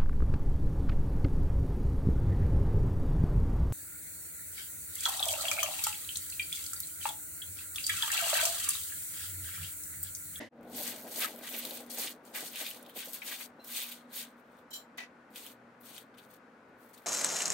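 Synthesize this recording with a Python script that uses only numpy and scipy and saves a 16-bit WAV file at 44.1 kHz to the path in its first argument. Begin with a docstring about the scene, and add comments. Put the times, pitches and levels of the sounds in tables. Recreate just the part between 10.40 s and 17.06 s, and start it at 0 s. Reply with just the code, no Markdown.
"""Cling film crackles as hands peel it off a slab of dough: thousands of tiny random folds snap in bursts.
Creases snap at their own pitch, air pockets pop as noise pushes on resonances, and the towel rustles.
A bowl rings in pure tones and a knife clinks; a fridge hums over low rumble, air hiss and a faint whine.
It opens on the last moment of an oven fan, made of filtered noise; the fan fades out, then the kitchen fades in."""
import sys
import numpy as np
from scipy import signal
from scipy.fft import rfft, irfft
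from scipy.io import wavfile
from scipy.ndimage import uniform_filter1d

SR = 44100
rng = np.random.default_rng(int(sys.argv[2]) if len(sys.argv) > 2 else 0)


def to_wav(s):
    """Save 16-bit WAV."""
    ch = np.atleast_2d(s).T  # columns
    pcm = np.round(np.clip(ch, -1, 1) * 32767)  # PCM
    wavfile.write(sys.argv[1], SR, pcm.astype(np.int16))


def to_linear_factor(level_db):
    """Convert decibel levels (scalar or array-like) to linear amplitude factors."""
    exponent = np.asarray(level_db, float) / 20
    return 10 ** exponent


N = 293706
T = np.arange(N) / SR  # time of each sample in seconds

# Kitchen levels below are set ahead of the room echo and of the final fade-in.
# Tone of the rumble. Each row: frequency in Hz, relative level in dB.
RUMBLE_TONE = [(15, -87.5), (25, -34.5), (124, -16), (198, -8.5), (237, -1), (372, -11), (509, -6),
               (823, -16.5), (900, -17.5), (1170, -48.5), (1980, -120)]
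# Tone of the air hiss. Each row: frequency in Hz, relative level in dB.
AIR_TONE = [(240, -32), (400, -14.5), (740, -8.5), (775, -7), (890, -7.5), (976, -6.5), (1500, -7.5),
            (1950, -13), (2570, -19), (3000, -25.5), (9660, -40.5), (12000, -43.5), (15800, -48)]
# The fridge hum swells and sinks. Each row: time in seconds, level in dB.
HUM_LEVEL = [(.13, -47.5), (.5, -49.5), (1.0, -55), (1.3, -46.5), (1.82, -55.5), (2.69, -62.5), (3.6, -54),
             (4.37, -61.5), (4.9, -58.5), (5.7, -66.5), (6.66, -67)]
# Tone of the oven fan. Each row: frequency in Hz, relative level in dB.
OVEN_TONE = [(35, -56), (60, -35.5), (100, -3), (168, -22), (233, 5.5), (398, -8.5), (621, -2.5),
             (1310, -20), (1950, -3), (2410, -17.5), (2710, -15), (12400, -37), (16000, -53)]
# The last moment of the oven fan. Each row: time in seconds, level in dB.
OVEN_LEVEL = [(0, -49), (.01, -40), (.05, -48), (.075, -52.5), (.088, -62), (.092, -100)]
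# The kitchen fades in and then holds its last gain. Each row: time in seconds, gain in dB.
KITCHEN_GAIN = [(.092, -48), (.1, -42), (.125, -12), (.16, -8), (.25, -3)]
# Tone of the rustling cloth. Each row: frequency in Hz, relative level in dB.
CLOTH_TONE = [(280, -1), (400, -4), (550, 0.5), (800, -4), (1000, -12)]
# Hands shift dough and towel. Each row: time of the height in seconds, level in dB, swell and fade in seconds.
TOWEL_PATS = [(.2, -60, 0.12), (.55, -48.5, 0.83), (.83, -59, 0.18), (.95, -62, 0.05), (1.2, -50.5, 0.62),
              (1.32, -48.5, .08), (1.43, -48.5, .06), (1.62, -50, 0.21), (1.97, -48, 0.16),
              (2.22, -51.5, 0.027), (2.42, -54, 0.37), (2.69, -47.5, .03), (2.92, -56.5, .1),
              (3.1, -60.5, 0.18)]
# Resonances of the bowl. Each row: frequency in Hz, width in Hz, level in dB.
BOWL_MODES = [(1615, 26, -72), (2729, 22, -59), (4080, 12, -50.5), (5660, 14, -67.5), (7472, 30, -89),
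              (10196, 25, -74), (14023, 17.5, -70)]
# Resonances of the knife blade. Each row: frequency in Hz, width in Hz, gain in dB.
BLADE_MODES = [(3100, 44, 7.5), (3300, 150, 0), (4030, 69, 9.5), (4600, 110, -2), (5500, 200, -1),
               (5800, 150, -2), (7130, 150, 6.5), (7300, 49, 2), (7650, 150, -8), (8240, 95, 4),
               (8800, 90, -4), (9300, 120, -3), (10800, 120, -13), (11800, 110, 5), (12400, 140, -6),
               (14200, 130, 5), (15300, 120, -4), (15700, 90, -10)]
# Knocks on the blade. Each row: start in seconds, strength in dB, time to the fullest push in seconds.
BLADE_KNOCKS = [(4.305, -45, 0.0074), (4.328, -37, 0.0084), (4.336, -45, 0.003), (4.352, -39, 0.0072),
                (4.372, -49, .016)]
# Resonances of the knife handle. Each row: frequency in Hz, width in Hz, gain in dB.
HANDLE_MODES = [(690, 84, 0.5), (980, 140, -4), (1920, 120, 7.5), (2420, 390, -4.5), (2570, 210, 0),
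                (3400, 490, -6), (4350, 760, -9.5), (6200, 710, -13), (8500, 710, -24), (9600, 470, -19),
                (12700, 1000, -34)]
# Knocks on the handle. Each row: start in seconds, strength in dB, time to the fullest push in seconds.
HANDLE_KNOCKS = [(4.574, -42, .003), (4.579, -31, .006), (4.6, -36, .007), (4.62, -42, .012)]
# Resonances of the air pockets. Each row: frequency in Hz, width in Hz, gain in dB.
POCKET_MODES = [(690, 130, -22), (2090, 200, 7), (2470, 320, 3.5)]
# Pops of the pockets. Each row: start in seconds, strength in dB, time to the fullest push in seconds.
POCKET_POPS = [(1.945, -36, .008), (2.817, -33, .005), (3.007, -38, .005)]
# The hollow under the sheet as it lifts off the dough. Each row: frequency in Hz, width in Hz, gain in dB.
HOLLOW_MODES = [(1120, 116, -3), (1282, 70, 6), (1570, 90, 1), (1700, 90, -2.5)]
# Pushes on that hollow. Each row: start in seconds, strength in dB, time to the fullest push in seconds.
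HOLLOW_PUSHES = [(.82, -33.5, .009), (0.839, -33, .007)]
# Lone snaps of a crease. Each row: start in seconds, level in dB, pitch in Hz, left minus right in dB.
CREASE_SNAPS = [(0.2104, -61, 2330, 4), (0.2307, -55, 2140, 7), (0.3656, -47, 13700, -6),
                (0.6765, -45, 12100, 9), (0.7704, -39, 13600, 2), (0.7934, -32, 13380, 1.5),
                (0.8044, -27, 11800, -1.5), (0.8224, -28, 2890, -7.5), (0.8446, -24.5, 1740, 4),
                (0.961, -43, 13400, 6.5), (0.9895, -42, 13700, 4), (1.011, -52, 2410, 5),
                (1.0894, -34.5, 3100, 1), (1.125, -37, 14200, 0.5), (1.149, -33, 2280, -2),
                (1.1645, -32, 12800, -1), (1.2514, -26, 3850, 3.5), (1.3089, -32, 3880, 7),
                (1.463, -47, 12600, 6), (1.511, -41, 13900, -1.5), (1.5852, -27, 11400, -2.5),
                (1.5955, -28, 7810, 4), (1.6174, -30, 14200, -3.5), (1.6354, -30, 3960, 2.5),
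                (1.852, -49, 7300, 3.5), (2.158, -30.5, 2730, -2), (2.225, -32, 12400, -1),
                (2.265, -32.5, 2680, -4), (2.3113, -31, 2930, 0.5), (2.4275, -42.5, 9800, -4),
                (2.4631, -45, 3300, 3), (2.496, -42.5, 3180, 3), (2.589, -33, 2820, -3),
                (2.7324, -33, 13300, 9), (2.8964, -38, 2480, 0), (3.246, -41, 12000, -1),
                (3.2908, -46, 12800, 1.5), (4.9588, -35, 3370, 3), (5.0642, -36, 3100, 1),
                (5.5455, -43.5, 2880, -5), (5.58, -35.5, 3270, 0), (5.783, -48.5, 3100, 9.5),
                (6.5108, -60, 13400, 1.5), (6.533, -53, 13600, 8), (6.578, -47, 3520, 4),
                (6.619, -54, 2000, 6)]
# Tones of the folds, from the smallest to the whole flexing sheet.
# Each row: frequency in Hz, relative level in dB.
FINEST_TONE = [(9000, -17.5), (11500, -8), (14000, -4.5), (15800, -8.5)]
FINE_TONE = [(4000, 1), (5500, -1.5), (7500, 0.5), (9500, 2), (11000, -9)]
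PUCKER_TONE = [(2600, -16.5), (3150, -0.5), (3800, 0), (4300, -2), (4900, -19)]
WIDE_TONE = [(1700, -14.5), (2300, -1), (3000, 1.5), (4000, -1.5), (5000, -7)]
FLEX_TONE = [(600, -8), (1000, -10.5), (1280, -5.5), (1700, -2), (2300, -2), (3000, -15.5)]
# Each tug on the film. Each row: time of its height in seconds, strength in dB, swell in seconds,
# fade in seconds, breadth of the folds in dB.
FILM_TUGS = [(.17, -86, 0.058, .1, 17), (.25, -69.5, .04, 0.16, 1), (0.387, -41, 0.093, 0.17, -10.5),
             (.46, -43, 0.16, 0.21, -4), (.6, -49, 0.2, 0.091, -22), (.69, -48, 0.044, .06, -16),
             (0.776, -41, 0.15, 0.18, -11), (0.834, -37, 0.062, 0.043, 2), (.89, -48.5, 0.079, 0.11, -1.5),
             (.99, -66.5, 0.035, .04, -14), (1.046, -48, 0.033, 0.087, 2), (1.142, -47, 0.13, 0.22, -7),
             (1.195, -44, 0.048, 0.069, -0.5), (1.262, -47, 0.45, 0.18, -1), (1.376, -47, 0.2, 0.1, -4),
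             (1.506, -36.5, 0.01, 0.076, -31), (1.632, -37, 0.14, 0.11, -7.5),
             (1.71, -51.5, 0.044, 0.037, -2), (1.872, -59.5, 0.048, 0.12, -4.5), (1.92, -68, .03, .03, -10),
             (1.961, -41, 0.031, 0.16, -3), (2.13, -54, 0.045, 0.044, -10), (2.06, -46, 0.074, 0.084, -4),
             (2.214, -43, 0.16, 0.19, 1), (2.36, -53, 0.15, 0.075, -1.5), (2.428, -62, 0.023, 0.018, -3),
             (2.465, -66, 0.055, 0.041, 10), (2.496, -60, 0.022, 0.043, 5.5), (2.567, -51, 0.021, 0.077, 1),
             (2.6, -46.5, 0.067, 0.11, 2.5), (2.69, -45, 0.099, 0.065, -13),
             (2.746, -42.5, 0.033, 0.069, -6.5), (2.89, -42.5, 0.089, 0.072, -4.5),
             (2.94, -44, 0.071, 0.058, 4), (3.014, -43, 0.077, 0.07, -6.5),
             (3.245, -50.5, 0.0078, 0.23, -20), (3.341, -43, 0.074, 0.15, -2), (3.414, -44, 0.17, 0.19, 0),
             (3.52, -50.5, 0.15, .05, -1), (3.564, -68, .03, 0.034, 0), (3.698, -68, .01, .03, -12),
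             (3.74, -46.5, 0.024, 0.17, -1), (3.806, -42.5, 0.1, 0.063, 0), (3.885, -71, .015, 0.012, -8),
             (3.998, -70, 0.046, .025, -3), (4.19, -72.5, 0.2, 0.057, 4.5), (4.91, -65, 0.013, .06, -25),
             (4.97, -49, 0.048, 0.12, -2.5), (5.05, -51.5, 0.097, 0.1, -1.5),
             (5.114, -57, 0.083, 0.038, -2), (5.411, -63.5, 0.01, 0.095, -21),
             (5.477, -52.5, 0.058, 0.09, -1.5), (5.574, -53, 0.11, 0.082, 1), (5.745, -70, .012, 0.026, 8),
             (5.779, -60.5, .012, 0.13, 1), (5.84, -67, .02, 0.039, -4), (5.91, -60.5, .03, .04, -5),
             (5.942, -59.5, 0.028, 0.048, -1), (6.29, -81, .02, 0.026, -10), (6.42, -64.5, 0.058, 0.26, -6),
             (6.49, -70, .05, .05, -4), (6.542, -58, 0.018, 0.049, -13), (6.588, -60, .04, 0.029, -1),
             (6.64, -65.5, 0.048, .06, -2)]
# How each kind of fold follows a tug, in the order finest, fine, wide, flex, ticks, pucker.
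# Each row: level above the tug in dB, share of the breadth added, steepness of swell and fade,
# extra dB per dB of strength above a firm tug.
FOLD_RULES = [(0.0, 0.036, 1.3, 0.0), (-1.5, 0.22, 1.18, 0.19), (-2.0, 1, 1.36, 0.18),
              (-11.5, 0.5, 0.8, 0.21), (-7, 0, 1.04, -0.04), (-8.5, 1, .8, 0.1)]
# The whole sheet bends. Each row: time of the height in seconds, level in dB, swell and fade in seconds.
SHEET_BENDS = [(.45, -57, 0.079, 0.22), (.845, -42, 0.074, 0.054), (1.046, -54.5, 0.055, 0.07),
               (1.145, -61, 0.02, .1), (1.96, -41.5, 0.014, 0.054), (1.63, -49.5, 0.054, 0.057),
               (2.2, -61, 0.072, 0.093), (2.934, -53, .05, 0.03), (3.016, -57, 0.018, 0.046)]
# The working hand. Each row: time in seconds, left minus right in dB before a small fixed shift,
# dB added to the finest crackle as it faces the microphone.
HAND_PLACE = [(0.3, 2.5, 0.7), (1.37, 0.5, 1.5), (1.51, 4.5, -8), (1.54, 1.0, -2.7), (2.32, 1.5, 1.94),
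              (2.44, -1, -2), (2.51, 1.5, 2), (2.95, 2, 3.5), (3.0, 5.5, -1), (3.21, 1, 2.5),
              (4.13, 1.5, -3.2), (4.41, 1, 1.5), (5.37, 2, -2), (5.41, 6, 3.5), (5.67, 3, -4),
              (5.97, 6.5, -4), (6.0, 3, -3), (6.6, 3.5, -3)]

RUMBLE_START_DB, RUMBLE_END_DB, RUMBLE_SETTLE_S = -45, -57.5, 1
AIR_DB = -58
HUM_HZ, DEEP_HZ = 240.2, 122
DEEP_DB, DEEP_SWELL = -83, (5.5, -70.5, 0.7, 1)  # resting level; one swell as swells() takes it
WHINE_HZ, WHINE_DB = 1472, -68
BOWL_S, BOWL_RISE_S = 3.196, 0.0036
FIRM_DB = -45  # strength of a firm tug
EDGE_DB, EDGE_POWER = 21, 1.75  # drop after one swell or fade time, times steepness; roundness of the top
DULL_HZ, DULL_SHARE = 6000., 0.48  # well above this the room rings for only this share of the time
TOP_HZ = 15850


def unit(x):
    """Scale a sound to an average (rms) strength of 1."""
    return x / np.sqrt(np.mean(x ** 2))


def curve(rows, col=1):
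    """Draw straight lines through one column of a table, sample by sample."""
    rows = np.array(rows)
    return np.interp(T, rows[:, 0], rows[:, col])


def colour(x, points):
    """Filter to a tone curve without ringing ahead of a click (minimum phase, from the cepstrum)."""
    hz, db = np.transpose(points)
    log_hz = np.log(np.fft.rfftfreq(4096, 1 / SR) + 1)
    # the curve falls steeply beyond both ends
    all_hz = np.r_[hz[0] / 4, hz, hz[-1] * 4]
    all_db = np.r_[db[0] - 40, db, db[-1] - 60]
    gain_db = np.interp(log_hz, np.log(all_hz), all_db)
    # fold the later half of the cepstrum onto the first
    cepstrum = irfft(np.log(to_linear_factor(gain_db)))
    cepstrum[1:2048] *= 2
    cepstrum[2049:] = 0
    response = irfft(np.exp(rfft(cepstrum)))
    return signal.fftconvolve(x, response[None], axes=1)[:, :N]


def walk(rate):
    """Wander at random: new values, rate times a second, joined by short slides; spread near 1."""
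    hold = int(SR / rate)
    steps = np.repeat(rng.standard_normal(N // hold + 1), hold)
    return uniform_filter1d(steps, hold // 2)[:N]


def swells(rows, steep=0.79):
    """Gain of overlapping events (height s, dB, swell s, fade s), whose powers add."""
    t = T[::44]  # a coarse clock is enough for slow changes
    power = 1e-14
    for s, db, swell, fade in rows:
        age = np.where(t < s, (s - t) / swell, (t - s) / fade)
        power = power + to_linear_factor(2 * (db - steep * EDGE_DB * age ** EDGE_POWER))
    return np.interp(T, t, np.sqrt(power))


def wide_noise(share, side_hz=20.):
    """Noise shared by left and right, plus a share of opposite noise above side_hz for width."""
    mid, side = rng.standard_normal((2, N))
    side = signal.lfilter([1, -1], [1, -np.exp(-2 * np.pi * side_hz / SR)], side)
    return np.array([mid + share * side, mid - share * side])


def pan(db):
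    """Left and right gains for a left minus right difference in dB."""
    return to_linear_factor(np.array([db, -db]) / 2)


def kitchen(x, t60, wet_db):
    """Towel, tin and walls send back a short noisy tail, another to each side; its treble dies first."""
    t = np.arange(SR // 3) / SR
    noise = rng.standard_normal((2, len(t)))
    keep = np.exp(-2 * np.pi * DULL_HZ / SR)
    low = signal.lfilter([1 - keep], [1, -keep], noise)
    high = noise - low
    fall = np.exp(-np.log(1000) * t / t60)  # 60 dB down after t60 seconds
    tail = (low * fall + high * fall ** (1 / DULL_SHARE)) * (t > .0006)
    tail /= np.sqrt(np.sum(tail ** 2, axis=1, keepdims=True))
    return x + to_linear_factor(wet_db) * signal.fftconvolve(x, tail, axes=1)[:, :N]


def crackle(per_s, spread_db, clump_db, spread):
    """Folds let go at random: many weak, a few strong, in louder clumps, each from its own spot."""
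    fires = rng.random(N) < per_s / SR
    size_db = spread_db * np.minimum(rng.exponential(size=N), 5)
    clicks = fires * rng.choice([-1, 1], N) * to_linear_factor(size_db + clump_db * walk(45))
    angle = np.pi / 4 + spread * rng.uniform(-1.22, 1, N)
    return clicks * np.array([np.cos(angle), np.sin(angle)])


def background():
    """Rumble that settles and air hiss are filtered noise; hum and whine are wavering sine waves."""
    rumble_db = RUMBLE_END_DB + (RUMBLE_START_DB - RUMBLE_END_DB) * np.exp(-T / RUMBLE_SETTLE_S)
    rumble = unit(colour(wide_noise(0.083), RUMBLE_TONE)) * to_linear_factor(rumble_db + walk(9.6))
    air = unit(colour(wide_noise(0.67, side_hz=356.0), AIR_TONE)) * to_linear_factor(AIR_DB)
    hum = np.sin(2 * np.pi * HUM_HZ * T + 0.73 * walk(12))
    hum *= to_linear_factor(curve(HUM_LEVEL) + 2.48 * walk(14))
    deep_gain = (to_linear_factor(DEEP_DB) + swells([DEEP_SWELL])) * to_linear_factor(1.47 * walk(4.9))
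    deep = np.sin(2 * np.pi * DEEP_HZ * T) * deep_gain
    whine = np.sin(2 * np.pi * WHINE_HZ * T + 1.6 * walk(13)) * to_linear_factor(WHINE_DB + 2.0 * walk(4.2))
    return rumble * pan(1.0)[:, None] + air * pan(3.2)[:, None] + hum + deep + whine


def oven_fan():
    """Blown air is noise with a tone curve, which fades to silence."""
    return unit(colour(wide_noise(0.6, side_hz=350.), OVEN_TONE)) * to_linear_factor(curve(OVEN_LEVEL))


def pats():
    """Soft contacts of the towel: dull, clumped clicks make a lumpy rustle."""
    rustle = unit(colour(crackle(1500, 0.63, 5.5, 0.4), CLOTH_TONE))
    return rustle * swells([(s, db, spell, spell) for s, db, spell in TOWEL_PATS])


def bowl():
    """A soft touch swells the bowl's pure tones, which then die away cleanly, wide ones faster."""
    age = np.maximum(T - BOWL_S, 0)
    rings = 0
    for hz, width, db in BOWL_MODES:
        rings = rings + to_linear_factor(db) * np.sin(2 * np.pi * hz * age) * np.exp(-np.pi * width * age)
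    return rings * (1 - np.exp(-age / BOWL_RISE_S)) * pan(2.5)[:, None]


def clink(modes, blows, pan_db, scrape_db, tick_db, bounce_db=10.5):
    """A rough contact ticks, then pushes for some ms: noise feeds resonances and its scrape is heard."""
    push, tick = np.zeros((2, N))
    for s, db, contact in blows:
        age = np.maximum(T - s, 0)
        push += to_linear_factor(db) * age / contact * np.exp(1 - age / contact)
        later = s > blows[0][0]  # bounces after the first blow tick more softly
        tick += to_linear_factor(db - bounce_db * later) * (T > s) * np.exp(-age / 0.0037)
    hiss = np.diff(wide_noise(0.77), prepend=0)
    out = (to_linear_factor(scrape_db) * push + to_linear_factor(tick_db) * tick) * hiss
    for hz, width, db in modes:
        pole = np.exp(-np.pi * width / SR)
        ring = [1, -2 * pole * np.cos(2 * np.pi * hz / SR), pole ** 2]
        out += to_linear_factor(db) * (1 - pole) * signal.lfilter([1, 0, -1], ring, push * wide_noise(0.86))
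    return out * pan(pan_db)[:, None]


def snaps():
    """A crease flips: a few cycles at its own pitch, with a splash of hiss, larger for high pitches."""
    length = 1024
    out, t = np.zeros((2, N + length)), np.arange(length) / SR
    noise = rng.standard_normal((len(CREASE_SNAPS), length))
    for (s, db, hz, pan_db), splash in zip(CREASE_SNAPS, noise):
        age = t * hz / 1.2  # fullest after 1.2 cycles
        pop = np.sin(2 * np.pi * hz * t) * age * np.exp(1 - age)
        pop += (0.72 + hz / 30000) * np.diff(splash, prepend=0) * np.exp(-t / 0.0014)
        i = int(s * SR)
        out[:, i:i + length] += to_linear_factor(db) * pan(pan_db)[:, None] * pop
    return out[:, :N]


def fold_layer(clicks, tone, t60, wet_db):
    """Folds of one size: their clicks take on a tone and a short echo."""
    return kitchen(unit(colour(clicks, tone)), t60, wet_db)


def film():
    """Folds of five sizes share some snaps; broad ones speak lower, and tugs swell them all."""
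    shared = unit(crackle(1500, 1.1, 5.9, 1.0)) + 0.65 * unit(crackle(220, 2.4, 3.1, 0.45))
    finest = fold_layer(0.42 * shared + unit(crackle(6910, 3.2, 3.6, 0.2)), FINEST_TONE, .1, -2.5)
    fine = fold_layer(0.84 * shared + unit(crackle(5000, 2.34, 2.36, 1.0)), FINE_TONE, 0.019, 0)
    wide = fold_layer(0.68 * shared + unit(crackle(4000, 4.3, 4.4, 0.34)), WIDE_TONE, 0.23, -2.8)
    flex = fold_layer(0.34 * shared + unit(crackle(3000, 2.8, 2.7, 0.2)), FLEX_TONE, 0.033, -3.5)
    pucker = fold_layer(0.4 * shared + unit(crackle(2000, 3.0, 3.0, 0.71)), PUCKER_TONE, .08, -6.0)
    # the nearest folds arrive as ticks without an echo of their own layer
    ticks = unit(colour(crackle(97, 2.1, 1.5, .4), FINEST_TONE))
    ticks = ticks + to_linear_factor(-5.5) * unit(colour(crackle(90, 2.3, 1.5, .5), FINE_TONE))
    finest = finest * to_linear_factor(curve(HAND_PLACE, col=2))
    out = flex * swells(SHEET_BENDS)
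    layers = (finest, fine, wide, flex, ticks, pucker)
    for folds, (above_db, share, steep, extra) in zip(layers, FOLD_RULES):
        rows = []
        for s, db, swell, fade, breadth in FILM_TUGS:
            level_db = db + above_db + share * breadth + extra * (db - FIRM_DB)
            rows.append((s, level_db, swell, fade))
        out = out + folds * swells(rows, steep)
    return out * pan(curve(HAND_PLACE) - 1.1)


def scene():
    """The oven fan fades to silence, then the kitchen fades in."""
    pockets = clink(POCKET_MODES, POCKET_POPS, 1.15, -40, -33)
    hollow = clink(HOLLOW_MODES, HOLLOW_PUSHES, 0.5, -45, -40)
    blade = clink(BLADE_MODES, BLADE_KNOCKS, 0.97, -21, -13)
    handle = clink(HANDLE_MODES, HANDLE_KNOCKS, 0.9, -46, -8)
    hard = snaps() + pockets + hollow + bowl() + blade + handle
    table = pats() + kitchen(film(), 0.22, -20.5) + kitchen(hard, 0.053, -2)
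    return oven_fan() + (table + background()) * to_linear_factor(curve(KITCHEN_GAIN))


def top_cut(x):
    """Nothing passes above the cut-off."""
    return signal.sosfilt(signal.butter(12, 16490, fs=SR, output="sos"), x)


def record(dry):
    """The camera cuts the top of the treble with a steep low-pass filter."""
    low_pass = signal.ellip(10, .2, 70, TOP_HZ, fs=SR, output="sos")
    finished = signal.sosfilt(low_pass, dry)
    return top_cut(finished)


dry = scene()
out = record(dry)
to_wav(out)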